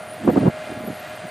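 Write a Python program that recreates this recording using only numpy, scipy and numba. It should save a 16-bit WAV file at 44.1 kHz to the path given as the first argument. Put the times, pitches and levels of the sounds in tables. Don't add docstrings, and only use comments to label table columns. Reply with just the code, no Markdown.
import sys
import numpy as np
from scipy import signal
from scipy.fft import rfft, irfft
from scipy.io import wavfile
from scipy.ndimage import uniform_filter1d
from numba import njit

SR = 44100
rng = np.random.default_rng(int(sys.argv[2]) if len(sys.argv) > 2 else 0)


def nominal_scale(level):
    x = np.asarray(level, float) / 20
    return 10 ** x


def int16_out(signal):
    q = np.round(np.clip(np.atleast_2d(signal).T, -1, 1) * 32767)
    wavfile.write(sys.argv[1], SR, q.astype(np.int16))


N = 57330

# pitch_hz, density_db (per Hz)
DRONE_BODY = [(30, -32), (110, -6), (300, -14.5), (500, -11), (620, -1.5), (850, -14.5), (960, -14),
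              (1500, -14), (2500, -76)]
# pitch_hz, density_db (per Hz)
DRONE_HISS = [(880, -13.5), (1500, -6), (2100, -5.5), (2400, -9), (4700, -17), (5300, -23), (9400, -23.5),
              (13000, -45)]


def level(x, db):
    return x * nominal_scale(db) / np.sqrt(np.mean(x ** 2))


@njit
def moving_bandpass(x, hz, width_hz):
    y = np.empty(len(x))
    band_state, low_state = 0., 0.
    for i in range(len(x)):
        g = np.tan(np.pi * hz[i] / SR)
        damping = width_hz / hz[i]
        v = (band_state + g * (x[i] - low_state)) / (1 + g * (g + damping))
        band_state = 2 * v - band_state
        low_state = low_state + 2 * g * v
        y[i] = damping * v
    return y


def noise_band(hz, width_hz):
    centre_hz = np.zeros(N) + hz
    once = moving_bandpass(rng.standard_normal(N), centre_hz, 1. * width_hz)
    return level(moving_bandpass(once, centre_hz, 1. * width_hz), 0)


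def walk(rate_hz):
    hold = int(SR / rate_hz)
    steps = np.repeat(rng.standard_normal(N // hold + 1), hold)
    return 1.3 * uniform_filter1d(uniform_filter1d(steps, hold), hold)[:N]


def curve(table):
    return np.interp(np.arange(N) / SR, *np.array(table).T)


def coloured_noise(table, db):
    hz = np.fft.rfftfreq(N, 1 / SR)
    point_hz, point_db = np.array(table).T
    shape_db = np.interp(np.log(hz + 1), np.log(point_hz), point_db)
    return level(irfft(rfft(rng.standard_normal(N)) * nominal_scale(shape_db), N), db)


def gate(start_s, length_s):
    t = np.arange(N) / SR
    to_edge_s = np.minimum(t - start_s, start_s + length_s - t)
    return np.clip(to_edge_s / 0.01 + .5, 0, 1) ** 2


def tone(hz, flicker_db, rate_hz):
    cycles = np.cumsum(hz) / SR + rng.random()
    return np.sqrt(2) * nominal_scale(flicker_db * walk(rate_hz)) * np.sin(2 * np.pi * cycles)


def machine_whine(carry_db):
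    # pitch_hz, level_db (rms)
    whines = [(619.8, -38), (693.6, -48), (733, -48), (835, -53), (1240, -56), (1387, -53), (1594, -59),
              (1670, -54), (1862, -59), (2081, -55), (2428, -58), (2481, -62), (2774, -60), (3122, -65)]
    wander_hz, flicker_db = 1.1, 2.4
    out = 0
    for hz, db in whines:
        pitch_hz = hz + wander_hz * walk(9.15) * hz / 620
        out = out + nominal_scale(db + carry_db * hz / 900) * tone(pitch_hz, flicker_db, 14.02)
    return out


def engine_drone(carry_db):
    firing_hz, throb_depth = 104.7, 0.1
    firing_cycles = np.cumsum(firing_hz * (1 + 0.013 * walk(6.7))) / SR
    throb = 1 + throb_depth * np.sin(2 * np.pi * firing_cycles)
    body = coloured_noise(DRONE_BODY, -40) * nominal_scale(1.5 * walk(12))
    hiss = coloured_noise(DRONE_HISS, -42) * throb * nominal_scale(carry_db + 1.55 * walk(8.78))
    return body + hiss


def tractor():
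    # time_s, level_db
    air_path = [(0, 1), (.2, -2), (.4, 1), (.6, 1), (.72, 2), (.86, -1.5), (1.1, 1), (1.3, 0.5)]
    carry_db = curve(air_path)
    return machine_whine(carry_db) + engine_drone(carry_db)


def disc_ringing():
    # pitch_hz, width_hz, level_db
    modes = [(9400, 500, -64), (11200, 600, -68), (12200, 400, -72), (12900, 500, -79), (14300, 450, -76),
             (14650, 280, -72)]
    drift, fit_db = .003, 5.0
    out = 0
    for hz, width_hz, db in modes:
        ring = noise_band(hz * (1 + drift * walk(18)), width_hz)
        out = out + nominal_scale(db + fit_db * walk(29.23)) * ring
    return out


def disc_squeals():
    # start_s, length_s, pitch_hz, level_db
    squeals = [(0, 0.048, 10400, -61), (0.031, .075, 11990, -65.5), (0.067, .085, 9490, -55.5),
               (0.071, .02, 9150, -57), (0.137, .045, 12100, -59), (0.237, .03, 11900, -58),
               (0.294, 0.042, 12800, -52), (0.342, 0.062, 12900, -67), (0.127, .06, 14250, -74),
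               (0.252, .025, 10550, -60), (0.624, .05, 12200, -68), (0.664, .14, 9640, -61.5),
               (0.707, .06, 12100, -65), (0.783, 0.1, 12020, -59), (0.806, 0.034, 11200, -68),
               (0.807, 0.072, 12900, -73), (.945, 0.018, 12650, -57), (.995, 0.013, 12900, -63),
               (1.022, .015, 12750, -61), (0.962, .08, 12200, -64), (1.15, .06, 9310, -59.5),
               (1.258, 0.061, 12200, -62), (1.27, 0.026, 8990, -52), (1.275, .025, 9750, -60.5),
               (1.03, 0.043, 1935, -45.5), (0.887, .025, 6850, -62), (0.577, 0.02, 8500, -56),
               (1.074, .05, 14100, -57)]
    wander_hz, flicker_db = 30, 6.5
    grit, grit_width_hz = .7, 300
    out = 0
    for start_s, length_s, hz, db in squeals:
        clean = tone(hz + wander_hz * hz / 9900.0 * walk(60), flicker_db, 120)
        rough = noise_band(hz, grit_width_hz * hz / 9500.0)
        out = out + nominal_scale(db) * gate(start_s, length_s) * (clean + grit * rough)
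    return out


def disc_scrapes():
    # start_s, length_s, pitch_hz, level_db
    scrapes = [(0.089, 0.067, 10800, -51.5), (.18, .045, 11250, -53.5), (0.253, 0.053, 11140, -59.5),
               (.225, 0.062, 8060, -56.5), (0.484, 0.017, 12400, -53), (0.854, 0.053, 11150, -50.5),
               (0.902, 0.11, 11200, -53.5), (1.035, 0.02, 11400, -59), (1.123, 0.018, 11100, -54),
               (1.146, .025, 11600, -51)]
    out = 0
    for start_s, length_s, hz, db in scrapes:
        chirps = sum(tone(hz * (1 + .018 * k) + 60 * walk(80), 8, 70) for k in (-1, 0, 1))
        grit = noise_band(hz, 1000)
        out = out + nominal_scale(db) * gate(start_s, length_s) * (0.66 * grit + 0.18 * chirps)
    return out


def planter():
    return disc_ringing() + disc_squeals() + disc_scrapes()


def wind_pressure():
    # time_s, level_db
    gust = [(0, -60), (.16, -56), (.2, -42), (.232, -37), (.252, -23), (.31, -24), (.35, -27), (.41, -26),
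            (.45, -24), (.49, -28), (.51, -48), (.66, -54), (.7, -44), (.8, -44), (.87, -43), (.93, -44),
            (.96, -50), (1.3, -54)]
    # centre_s, length_s, level_db, whirl_hz
    eddies = [(.279, .009, -13, 430), (.287, .009, -11, 250), (.299, .017, -16, 450),
              (.362, .008, -20, 450), (.374, .019, -12.5, 285), (.388, .01, -17, 260),
              (.412, .012, -21, 180), (.43, .01, -22, 200), (.461, .011, -13, 230), (.47, .008, -14, 420),
              (.481, .011, -12, 250), (.499, .01, -22, 210), (.694, .006, -32, 280), (.702, .006, -30, 200),
              (.72, .008, -30, 320), (.727, .008, -33, 140), (.746, .005, -33, 300), (.776, .007, -29, 180),
              (.807, .006, -32, 250), (.824, .005, -34, 180), (.841, .007, -29, 210),
              (.851, .005, -33, 230), (.882, .012, -24, 185), (.903, .014, -28, 270),
              (.913, .006, -32, 170), (.93, .008, -34, 170), (1.25, .022, -35, 150)]
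    t = np.arange(N) / SR
    power = nominal_scale(curve(gust) + 2.5 * walk(89.9)) ** 2
    weighted_hz = power * 250
    for centre_s, length_s, db, hz in eddies:
        burst = (nominal_scale(db) * np.exp(-((t - centre_s) / length_s * 2) ** 4)) ** 2
        power = power + burst
        weighted_hz = weighted_hz + burst * hz
    return np.sqrt(power), weighted_hz / power


def soften(x, low_hz, high_hz):
    sos = signal.butter(1, [low_hz, high_hz], "band", fs=SR, output="sos")
    return signal.sosfiltfilt(sos, x)


def wind():
    # pitch_hz, density_db (per Hz)
    rasp_colour = [(200, -25), (450, -3), (700, 0), (1000, -7), (1400, -17), (2000, -28), (3500, -57)]
    rasp_db, apart_db, apart_fizz_db = -8, -10, -13
    push, whirl_hz = wind_pressure()

    swirl = tone(whirl_hz * (1 + .17 * walk(150)), 1.5, 150)
    swirl = swirl + .95 * noise_band(whirl_hz * .75, 430)
    body = soften(push * swirl, 60, 950)

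    hard = push * (push / nominal_scale(-8)) ** (1.4 - 1) * (whirl_hz / 300) ** 1.6
    rasp = nominal_scale(rasp_db) * hard * coloured_noise(rasp_colour, 0)
    apart = nominal_scale(apart_db) * hard * coloured_noise(rasp_colour, 0)

    mid = body + rasp
    fizz = nominal_scale(apart_fizz_db - rasp_db) * soften(rasp, 840, 2500)
    side = apart + fizz - nominal_scale(-9.5) * soften(body, 284, 640)
    return mid + side * np.array([[1], [-1]])


def scene():
    engine, discs = tractor(), planter()
    wide_drone = nominal_scale(-37) * np.std(engine) * coloured_noise(DRONE_BODY[:-1] + DRONE_HISS[2:], 0)
    side = wide_drone + nominal_scale(-20) * discs
    return engine + discs + side * np.array([[1], [-1]]) + wind()


def roll_off(x):
    return signal.sosfilt(signal.butter(12, 15450, fs=SR, output="sos"), x)


def record(dry):
    bass_cut = signal.butter(2, 70, "high", fs=SR, output="sos")
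    top_cut = signal.ellip(6, 1, 45, 15080, fs=SR, output="sos")
    mix = signal.sosfilt(np.vstack([bass_cut, top_cut]), dry)
    return roll_off(mix)


dry = scene()
out = record(dry)
int16_out(out)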